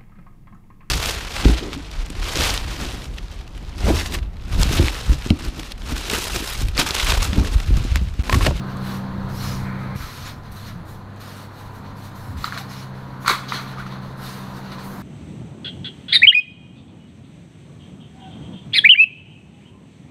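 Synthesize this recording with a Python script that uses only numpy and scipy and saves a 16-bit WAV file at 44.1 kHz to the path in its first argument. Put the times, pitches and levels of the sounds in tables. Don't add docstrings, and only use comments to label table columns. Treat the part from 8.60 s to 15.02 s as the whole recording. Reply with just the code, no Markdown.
import sys
import numpy as np
from scipy import signal
from scipy.io import wavfile
from scipy.ndimage import uniform_filter1d

SR = 44100
rng = np.random.default_rng(int(sys.argv[2]) if len(sys.argv) > 2 else 0)


def put_to_file(sound):
    columns = np.atleast_2d(sound).T
    safe = np.clip(columns, -1, 1)
    whole_steps = np.round(safe * 32767)
    wavfile.write(sys.argv[1], SR, whole_steps.astype(np.int16))


def invert_db(x):
    u = np.asarray(x, float) / 20
    return 10 ** u


N = 283111
CUT_S = 1.36

# time in seconds, distance in m.
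DISTANCE = [
    (0, 1.06),
    (1.36, 1.21),
    (1.375, 7.6),
    (1.8, 10.2),
    (2.9, 6.5),
    (3.9, 5.2),
    (5, 3.17),
    (6.42, 1.82),
]

# time in
# seconds, mains hum in dB, # compressor swell in dB, blade swell in dB, panel swell in dB.
TONE_SWELLS = [(0, -44, 1.5, -1, 8), (.55, -38.5, -2, 0.5, 8), (.8, -35, 2.5, -3, 2),
               (1.05, -41, 3.5, 1.5, 11.5), (1.34, -37, 2, -1, 5.5), (1.38, -46, 8.5, 0, 9),
               (1.85, -40.5, 1, -10, -2), (2.2, -42.5, 8, -3, -1), (2.5, -40, 0, -0.5, 5),
               (2.85, -41.5, -2, -12, -4), (3.15, -42, -3, -1, 4), (3.75, -40.5, 6, 0.5, 4),
               (3.95, -41.5, 6.5, 2, 6), (4.3, -48, 9, 2, 1.5), (4.8, -55, 5, 0, 8.5),
               (5.25, -52, 6, 0, -1.5), (5.9, -67, 1.5, 0, 0), (6.42, -45.5, -5.5, -2.5, -2)]
MAINS_HZ, COMPRESSOR_HZ, BLADES_HZ = 100.2, 131.15, 193.3
COMPRESSOR_DB, BLADES_DB, PANELS_DB, WHOOSH_DB = -32, -30.5, 9.5, -39.5
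PANELS_REACH, WHOOSH_REACH, GRILLE_REACH, SHAFT_REACH = 0.81, 0.32, 0.56, 0.25
# frequency in Hz, bandwidth in Hz, level in dB.
PANEL_MODES = [(263.4, 12.5, -55.5), (1041, 29, -55.5)]
# frequency in Hz, bandwidth in Hz, level in dB at one metre.
CAVITY_MODES = [(247, 28, -47.5), (334, 42, -47), (499, 83, -46)]
SHAFT_HZ = 48.36
# multiple of the shaft rate, level in dB at one metre.
LOW_ORDERS = [(3, -45), (5, -53), (6, -56), (9, -57), (10, -58), (11, -61), (18, -62)]
# time in seconds, then levels of the 19th, 20th and 21st order in dB.
SLOT_WHINE = [(0, -56, -51, -62), (.3, -53, -49, -64), (1.3, -53, -59, -65), (1.45, -70, -65, -52),
              (2.3, -73, -74, -56.5), (2.7, -70, -70, -58), (3.1, -57, -55, -53), (3.6, -57, -52, -58),
              (4.0, -59, -59, -56), (4.5, -66, -50, -64), (5.0, -55, -57, -60), (5.4, -59, -75, -53),
              (5.9, -51, -49, -54), (6.42, -58, -58, -62)]
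# frequency in Hz, density in dB per Hz.
WHOOSH_SPECTRUM = [(120, -17), (200, 0), (243, -7), (330, -8.5), (440, -12.5), (632, -10.5), (678, -10.5),
                   (768, -9.5), (907, -11), (1030, -11), (1160, -11.5), (1760, -16.5), (2300, -24.5),
                   (2900, -29), (4290, -27), (5500, -49), (7150, -70), (12100, -120)]

# time in seconds, peak in dB, main mode in Hz, 4 kHz modes in dB, t60 in seconds.
METAL_KNOCKS = [(3.8419, -9.5, 1333, 7.5, 0.033), (3.8462, -12, 1350, -12, 0.023),
                (3.928, -22, 1200, -10, .02), (3.964, -19, 1220, -8, .015), (3.878, -18, 1280, -15, 0.019),
                (3.9228, -14, 1480, -10, 0.011), (3.975, -8.5, 1580, -1.5, 0.0074),
                (4.647, -15, 1120, -15, 0.014), (4.6604, -14, 1200, 2, 0.017),
                (4.7031, -12, 1170, -8, 0.019), (4.7205, -17, 1510, -10, .012),
                (4.747, -13.5, 1230, -10, .02), (4.6791, 6, 1380, -3, .009), (4.6965, -1, 1165, -8, 0.018),
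                (4.7128, -6, 1280, -5, .013), (4.733, -16, 1200, -12, .02), (4.9212, 1, 1220, -18, 0.007),
                (4.965, -21, 1410, 3, 0.012), (5.172, -30, 1300, -12, 0.07), (5.183, -26, 1290, -8, .04),
                (5.264, -17.5, 1330, -15, 0.017), (5.323, -28, 1100, 2, 0.057), (6.118, -25, 1240, 7, 0.02),
                (6.183, -23, 1060, -1, 0.023)]
STRIKE_S = .0017
# frequency in Hz, level in dB, t60 in seconds.
LOW_OVERTONES = [(1650, -3, .01), (2100, 0, .012), (2420, -4, .012)]
# frequency in Hz, level in dB, t60 in seconds.
MID_OVERTONES = [(3900, -2, .01), (4450, 0, .01), (5000, -4, .008)]
# frequency in Hz, level in dB, t60 in seconds.
EDGE_MODES = [(6800, 3, 0.0045), (8000, 1, 0.0061), (8600, 0, 0.0069), (11600, -3, 0.0044),
              (14800, -4, .004)]
# time in seconds, peak in dB.
EDGE_HITS = [(3.976, -22), (4.679, -1), (4.6802, -11), (4.713, -20), (3.924, -32), (3.929, -32),
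             (5.19, -40), (5.266, -38), (4.697, -26), (6.1195, -40), (.1706, -26), (2.5617, -35)]
# time in seconds, peak in dB, frequency in Hz.
GRAIN_SNAPS = [
    (0.0994, -48, 5420),
    (1.8354, -38, 5010),
    (1.9232, -32, 11400),
    (2.6035, -44, 7000),
    (3.3684, -48, 5580),
    (3.7738, -41, 5290),
    (5.4994, -51, 5510),
    (5.9694, -37, 5450),
]

# start in seconds, rise in seconds, slide in seconds,
# hiss in dB, weight on the sole in dB.
SANDAL_SCUFFS = [(.03, 0.09, .005, -58, 10.5), (.16, 0.0087, .005, -56.5, 9), (.2, 0.07, .1, -46.5, 5),
                 (.68, 0.02, .02, -54.5, 6), (.72, 0.036, 0.076, -48.5, -2), (.76, 0.069, 0.1, -43.5, 5.5),
                 (.9, .05, .1, -53.5, 6), (1.18, 0.022, .03, -62, 5), (1.349, 0.012, 0.027, -50.5, 4.5),
                 (1.36, 0.059, 0.13, -48, 5), (1.48, 0.097, 0.12, -51, 7.5), (1.6, 0.078, 0.014, -50, 9),
                 (1.82, 0.036, 0.051, -65, 10.5), (1.912, 0.0071, 0.037, -52.5, -1),
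                 (1.945, .02, 0.095, -53.5, 4.5), (2.02, 0.052, 0.031, -53, 9),
                 (2.25, .04, 0.061, -55, -2), (2.558, 0.0091, .02, -65, 9), (2.593, 0.013, 0.23, -51.5, 4),
                 (2.91, 0.085, 0.033, -53.5, 1.5), (3.04, .02, 0.026, -61.5, 5),
                 (3.11, 0.05, .01, -54.5, -1), (3.23, 0.026, 0.053, -67.5, 15),
                 (3.35, 0.023, .05, -58, 3), (3.389, 0.063, 0.028, -52, 2),
                      (3.54, 0.018, 0.17, -55, -0.5), (3.762, 0.013, 0.046, -53, 6.5),
                      (3.78, 0.071, 0.028, -45, 5.5), (3.968, .016, 0.0091, -43.5, 8),
                      (4.065, 0.05, 0.12, -51, 7), (4.33, 0.025, 0.15, -65.5, 7.5), (4.5, .03, .05, -70, 8),
                      (4.6, .035, .015, -49.5, 0), (4.99, .02, 0.043, -55, 1),
                      (5.06, 0.019, 0.028, -56, 12), (5.41, 0.013, 0.094, -61.5, 9.5),
                      (5.25, 0.019, .02, -62.5, 19), (5.57, 0.07, 0.066, -47.5, 1.5),
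                      (5.62, 0.039, 0.14, -48.5, 5), (5.8, 0.023, 0.1, -58, 8.5),
                      (5.9, 0.071, 0.028, -53, 5), (6.0, 0.053, 0.11, -61, 14),
                      (6.112, .012, .01, -53.5, 13), (6.18, 0.013, 0.045, -56, 11.5),
                      (6.2, 0.05, 0.16, -51.5, -7)]
# start in seconds, rise in seconds, slide in seconds, drag in dB,
# brightness in dB.
METAL_SCRAPES = [(1.36, 0.035, 0.1, -39.5, -17), (1.6, 0.065, 0.033, -38.5, -19),
                 (3.845, 0.0061, .003, -31, -4), (3.86, 0.012, 0.083, -42, -7),
                 (3.91, 0.035, .01, -30, -9.5), (4.642, 0.013, .01, -33, -13),
                 (4.659, 0.0032, 0.008, -28, -4), (4.666, 0.014, 0.022, -18, -6.5),
                 (4.686, 0.0076, 0.02, -16, -7.5), (4.78, 0.058, 0.14, -39, -11),
                 (4.881, 0.0054, 0.062, -38.5, 5.5), (4.91, 0.027, 0.04, -26.5, -7),
                 (4.98, 0.015, 0.065, -39, -9), (5.1, 0.014, 0.019, -38, -9.5),
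                 (5.16, .035, 0.028, -34.5, -11), (5.29, 0.024, 0.043, -40, -6.5)]
# start in seconds, rise in seconds, slide in seconds, level in dB, weight in dB.
SLAT_RATTLES = [
    (0.9, 0.18, .1, -42.5, 0),
    (1.1, 0.12, .14, -43.5, 0),
]
# start in seconds, rise in seconds, slide in seconds, level in dB, weight in dB.
SAND_CRUNCHES = [
    (.69, 0.043, .1, -48, 0),
    (.8, .05, 0.11, -41, 0),
    (1.35, .03, .2, -50, 0),
    (1.55, 0.12, 0.035, -47, 0),
    (3.9, 0.025, .04, -53, 0),
    (4.08, 0.022, .1, -49.5, 0),
]
ONSET_DB, SAG_DB, LIFT_DB_PER_S = -15.5, -3, 216
# dB per dB of weight, dB above hiss; light soles whisper higher
SOLE_RASP, SOLE_DRAG, SOLE_SHEEN = (0.95, -4), (0.76, 1.84), (-.5, -4.5)
METAL_RASP_DB, METAL_DRAG_DB, METAL_SHELF_DB, LEG_DB = -14, -4, -10, -7
METAL_HISS_DB, METAL_HISS_GROWTH = -13.5, 1.27
GRILLE_GRIT_DB, GRILLE_RASP_DB, GRILLE_DRAG_DB = -55, -71, -43
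# frequency in Hz, density in dB per Hz.
HISS_SPECTRUM = [(3200, -26), (5000, 0), (6200, -1.5), (7000, -0.5), (7600, -4), (8500, -2), (9200, -4),
                 (10800, -2.5), (11300, 0), (12200, 0), (13200, -8), (14600, -7), (15500, -11.5)]
# frequency in Hz, density in dB per Hz.
GRIT_SPECTRUM = [(2500, -20), (3000, -3), (3600, 1), (4250, 5), (4700, -2), (5300, -8), (6200, -7),
                 (7200, -22.5)]
# frequency in Hz, density in dB per Hz.
RASP_SPECTRUM = [(1450, -15), (1750, 1), (2100, -3.5), (2400, -3), (2650, -7), (3000, -4), (3500, -46)]
# frequency in Hz, density in dB per Hz.
DRAG_SPECTRUM = [(650, -10), (900, 0), (1100, 8), (1300, 9), (1600, 5), (2000, -28)]
# frequency in Hz, density in dB per Hz.
SHEEN_SPECTRUM = [(10500, -30), (12500, -6), (13300, 5), (14500, -4), (15600, -4)]
# frequency in Hz, density in dB per Hz.
SAND_SPECTRUM = [(4300, -21), (5000, 1), (5800, 0), (7000, -5.5), (8000, -18)]
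# frequency in Hz, density in dB per Hz.
SLAT_SPECTRUM = [(900, -22), (1400, 3), (2000, 4), (2300, 5), (2500, -5), (2900, -29)]
# frequency in Hz, density in dB per Hz.
METAL_HISS_SPECTRUM = [(3200, -30), (5000, -13), (6500, 3), (8500, 0), (11500, 0), (13000, -1), (14800, -6),
                       (15600, -12)]
# frequency in Hz, level in dB, t60 in seconds.
LEG_MODES = [(1104, -9.5, 0.076), (1237, -4.5, 0.2), (1377, -4, 0.081), (1500, 0.5, 0.098),
             (1553, 0, 0.066), (2143, -8, 0.081), (2340, -8, 0.066), (2780, -13, 0.13), (3450, -15, 0.095),
             (3610, -6, 0.089), (3860, -23, 0.11), (4285, -14, 0.079), (4460, -21, 0.092)]

# time in seconds, peak in
# dB, start pitch in Hz, end pitch in Hz, length in seconds.
SOFT_THUDS = [(1.344, -26.5, 110, 55, 0.035), (1.4, -26, 100, 44, 0.022), (1.438, -24, 74, 40, 0.018),
              (2.06, -38, 180, 180, 0.087), (2.13, -32.5, 180, 164, 0.11), (4.702, -26.5, 595, 380, 0.0096),
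              (2.21, -44.5, 325, 310, .11), (5.196, -30, 1350, 1550, 0.015), (4.7, -31, 1490, 1320, 0.013),
              (3.9225, -24, 1780, 1600, 0.0045), (3.68, -27, 110, 86, 0.044), (3.741, -24.5, 88, 70, 0.055),
              (3.79, -30.5, 48, 35, 0.042), (3.669, -39.5, 262, 262, 0.16), (4.7, -28.5, 370, 380, 0.027),
              (4.704, -36, 450, 450, 0.032), (3.955, -39, 640, 690, 0.028), (4.0, -37, 800, 750, 0.027),
              (1.205, -38.5, 1270, 1240, .08), (1.41, -39, 1290, 1330, 0.055)]
# frequency in Hz, t60 in seconds.
PORCH_T60 = [(500, 0.61), (1200, 0.47), (4000, 0.54), (12000, 0.48)]
# time in seconds, rumble in dB.
BREEZE_LEVEL = [(0, -43.5), (1.0, -40), (1.19, -46), (1.37, -44), (1.64, -45.5), (2.18, -44.5), (2.82, -56),
                (3.07, -46), (3.86, -51), (5.07, -52.5), (5.49, -48.5), (6.42, -53.5)]
# frequency in Hz, density in dB per Hz.
RUMBLE_SPECTRUM = [(10, -2), (20, 15), (30, 0), (45, 10.5), (80, 11), (115, 9), (160, 2.5), (220, 6),
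                   (300, -41)]
# frequency in Hz, density in dB per Hz.
YARD_SPECTRUM = [(3060, -28), (5200, -8), (6130, 9), (9080, -3), (9950, 8), (10800, -14), (11500, 5),
                 (13500, -15), (15500, -15)]
YARD_DB = -70.5


def motor():
    mains_db, compressor_swell_db, blade_swell_db, panel_swell_db = curves(TONE_SWELLS)
    loss_db = spreading_db()
    out = tone(MAINS_HZ, mains_db, 0.2, 0.23, 7.6)
    out += tone(COMPRESSOR_HZ, COMPRESSOR_DB + loss_db + compressor_swell_db, 0.059, 0.25, 11)
    out += tone(BLADES_HZ, BLADES_DB + loss_db + blade_swell_db, 0.31, 1.36, 13)
    close_db = np.where(np.arange(N) < CUT_S * SR, -8, 0)
    panels_db = PANELS_DB + PANELS_REACH * loss_db + panel_swell_db + close_db
    for hz, width_hz, db in PANEL_MODES:
        out += invert_db(db + panels_db) * resonance(hz, width_hz)
    return out


def shaft():
    turns = np.cumsum(SHAFT_HZ + .02 * drift(3)) / SR
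    loss_db = SHAFT_REACH * spreading_db()
    orders = [(k, db + loss_db + 2 * drift(6)) for k, db in LOW_ORDERS]
    orders += [(19 + k, db + 1.5 * drift(8)) for k, db in enumerate(curves(SLOT_WHINE))]
    out = np.zeros(N)
    for k, db in orders:
        out += np.sqrt(2) * invert_db(db) * np.sin(2 * np.pi * (k * turns + rng.random()))
    return out


def cavity():
    return invert_db(spreading_db()) * sum(invert_db(db) * resonance(hz, width_hz) for hz, width_hz, db in CAVITY_MODES)


def fan():
    whoosh_db = WHOOSH_DB + WHOOSH_REACH * spreading_db()
    return invert_db(whoosh_db + 2.0) * noise(WHOOSH_SPECTRUM, 0.095, 0.47, size=2048)


def knocks():
    out = np.zeros(N)
    t = np.arange(SR // 8) / SR
    strike = np.sin(np.pi / 2 * np.minimum(t / STRIKE_S, 1)) ** 2
    for s, db, hz, mid_db, t60 in METAL_KNOCKS:
        low_detune, mid_detune = rng.uniform(.96, 1.04, 2)
        blow = ring([(hz, 0, max(t60, .004))], t)
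        blow += invert_db(-11) * ring(LOW_OVERTONES, t, low_detune)
        blow += invert_db(mid_db - 9.0) * ring(MID_OVERTONES, t, mid_detune)
        add(out, s, invert_db(db) * blow * strike)
    for s, db in EDGE_HITS:
        add(out, s, invert_db(db - 11.5) * ring(EDGE_MODES, t) * np.minimum(t / .0006, 1))
    for s, db, hz in GRAIN_SNAPS:
        add(out, s, ring([(hz, db, .003)], t))
    return out


def scuffs():
    soles = SANDAL_SCUFFS
    grille_db = GRILLE_REACH * spreading_db()
    grit = strokes(soles, 0.88) + strokes(METAL_SCRAPES, 1)
    grit += invert_db(GRILLE_GRIT_DB + grille_db) ** 2
    rasp = strokes(soles, *SOLE_RASP) + strokes(METAL_SCRAPES, 0, METAL_RASP_DB)
    rasp += invert_db(GRILLE_RASP_DB + grille_db) ** 2
    drag = strokes(soles, *SOLE_DRAG) + strokes(METAL_SCRAPES, 0, METAL_DRAG_DB)
    drag += invert_db(GRILLE_DRAG_DB + grille_db) ** 2
    metal_hiss = strokes(METAL_SCRAPES, 0, METAL_HISS_DB, METAL_HISS_GROWTH)
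    slat = strokes(SLAT_RATTLES) + strokes(METAL_SCRAPES, 0, METAL_SHELF_DB)
    out = np.sqrt(grit) * invert_db(-0.28) * noise(GRIT_SPECTRUM, 1.6, 0.53)
    out += np.sqrt(rasp) * invert_db(1.5) * noise(RASP_SPECTRUM, 0.29, 0.42)
    out += np.sqrt(drag) * invert_db(-2.0) * noise(DRAG_SPECTRUM, 2.6, 0.52)
    out += np.sqrt(strokes(soles)) * invert_db(0.7) * noise(HISS_SPECTRUM, 3.0, 0.74, size=1024)
    out += np.sqrt(strokes(soles, *SOLE_SHEEN)) * noise(SHEEN_SPECTRUM, 1.5, .9)
    out += np.sqrt(metal_hiss) * noise(METAL_HISS_SPECTRUM, 1.4, 0.72)
    out += np.sqrt(slat) * noise(SLAT_SPECTRUM, 1.2, 1.0)
    return out + np.sqrt(strokes(SAND_CRUNCHES)) * noise(SAND_SPECTRUM, 4.1, .9)


def leg():
    jolt_db = 3.5 * rng.exponential(1, N // 40 + 1).repeat(40)[:N]
    jolts = evened(rng.standard_normal(N) * invert_db(jolt_db))
    force = np.sqrt(strokes(METAL_SCRAPES, 0, LEG_DB)) * jolts
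    body = ring(LEG_MODES, np.arange(SR // 6) / SR, 0.94)
    return signal.oaconvolve(force, body / np.sqrt(np.sum(body ** 2)))[:N]


def thuds():
    out = np.zeros(N)
    for s, db, start_hz, end_hz, length in SOFT_THUDS:
        t = np.arange(0, length, 1 / SR)
        turns = np.cumsum(np.linspace(start_hz, end_hz, len(t))) / SR
        add(out, s, invert_db(db) * np.sin(np.pi * t / length) * np.sin(2 * np.pi * turns))
    return out


def porch(x):
    taps = rng.choice([-1., 1.], SR // 2) * (rng.random(SR // 2) < .06)
    taps[:150] = 0
    hz, t, z = signal.stft(taps, SR, nperseg=256)
    decay = invert_db(-60 * t / read(PORCH_T60, hz)[:, None])
    tail = signal.istft(z * decay, SR, nperseg=256)[1]
    return signal.fftconvolve(x, tail / np.linalg.norm(tail))[:N]


def breeze():
    return invert_db(curves(BREEZE_LEVEL)[0] + 6.0) * noise(RUMBLE_SPECTRUM, 1.0, 1.0, size=4096)


def yard():
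    return invert_db(YARD_DB) * noise(YARD_SPECTRUM, 1.7, .8)


def spreading_db():
    return -20 * np.log10(np.maximum(curves(DISTANCE)[0], .1))


def tone(hz, db, waver_hz, waver_db, rate_hz):
    turns = np.cumsum(hz + waver_hz * drift(rate_hz)) / SR + rng.random()
    return np.sqrt(2) * invert_db(db + waver_db * drift(rate_hz)) * np.sin(2 * np.pi * turns)


def resonance(hz, width_hz):
    t = np.arange(SR // 2) / SR
    response = np.exp(-np.pi * width_hz * t) * np.sin(2 * np.pi * hz * t)
    return evened(signal.oaconvolve(rng.standard_normal(N), response)[:N])


def ring(modes, t, shift=0.96):
    return sum(invert_db(db - 60 * t / t60) * np.sin(2 * np.pi * hz * shift * t) for hz, db, t60 in modes)


def strokes(rows, slope=0, offset_db=0, growth=1):
    power = np.zeros(N)
    for s, rise, slide, db, weight_db in rows:
        rise, slide = max(rise, .002), max(slide, .001)
        t = np.arange(0, rise + slide + .3, 1 / SR)
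        shape_db = np.interp(t, [0, rise, rise + slide], [ONSET_DB, 0, SAG_DB])
        shape_db -= LIFT_DB_PER_S * np.maximum(t - rise - slide, 0)
        add(power, s, invert_db(shape_db + growth * db + slope * weight_db + offset_db) ** 2)
    return power


def noise(spectrum, patchy_db, flicker_db, size=512):
    frames, hz = 4 * N // size + 5, np.fft.rfftfreq(size, 1 / SR)
    a, b, patches = rng.standard_normal((frames, len(hz), 3)).T.astype(np.float32, order="C")
    patches = uniform_filter1d(patches, size=7, axis=0)
    patches = evened(uniform_filter1d(patches, size=14, axis=1))
    flicker = evened(uniform_filter1d(rng.standard_normal(frames), size=4))
    level_db = read(spectrum, hz)[:, None] + patchy_db * patches + flicker_db * flicker
    z = (a + 1j * b) * invert_db(level_db)
    return evened(signal.istft(z, nperseg=size, noverlap=size - size // 4)[1][:N])


def drift(rate_hz):
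    steps = rng.standard_normal(400)
    return np.interp(np.arange(N) / SR * rate_hz, np.arange(len(steps)), steps) * np.sqrt(1.5)


def evened(x):
    return x / np.sqrt(np.mean(x ** 2) + 1e-20)


def read(points, hz):
    f, value = np.transpose(points)
    return np.interp(np.log(hz + 1), np.log(f + 1), value)


def curves(rows):
    s, *columns = np.transpose(rows)
    return [np.interp(np.arange(N) / SR, s, c) for c in columns]


def add(mix, s, sound):
    part = mix[round(s * SR):][:len(sound)]
    part += sound[:len(part)]


def scene():
    blows = knocks()
    machine = motor() + shaft() + cavity() + fan()
    contacts = blows + scuffs() + leg() + thuds()
    surroundings = invert_db(-9.5) * porch(blows) + breeze() + yard()
    return (machine + contacts + surroundings)[None]


def top_cut(x):
    return signal.sosfilt(signal.butter(12, 15830, fs=SR, output="sos"), x)


def record(dry):
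    lowpass = signal.firwin(511, 15760, window=("kaiser", 9), fs=SR)
    limited = signal.oaconvolve(dry, lowpass[None], "same")
    return top_cut(limited)


dry = scene()
out = record(dry)
put_to_file(out)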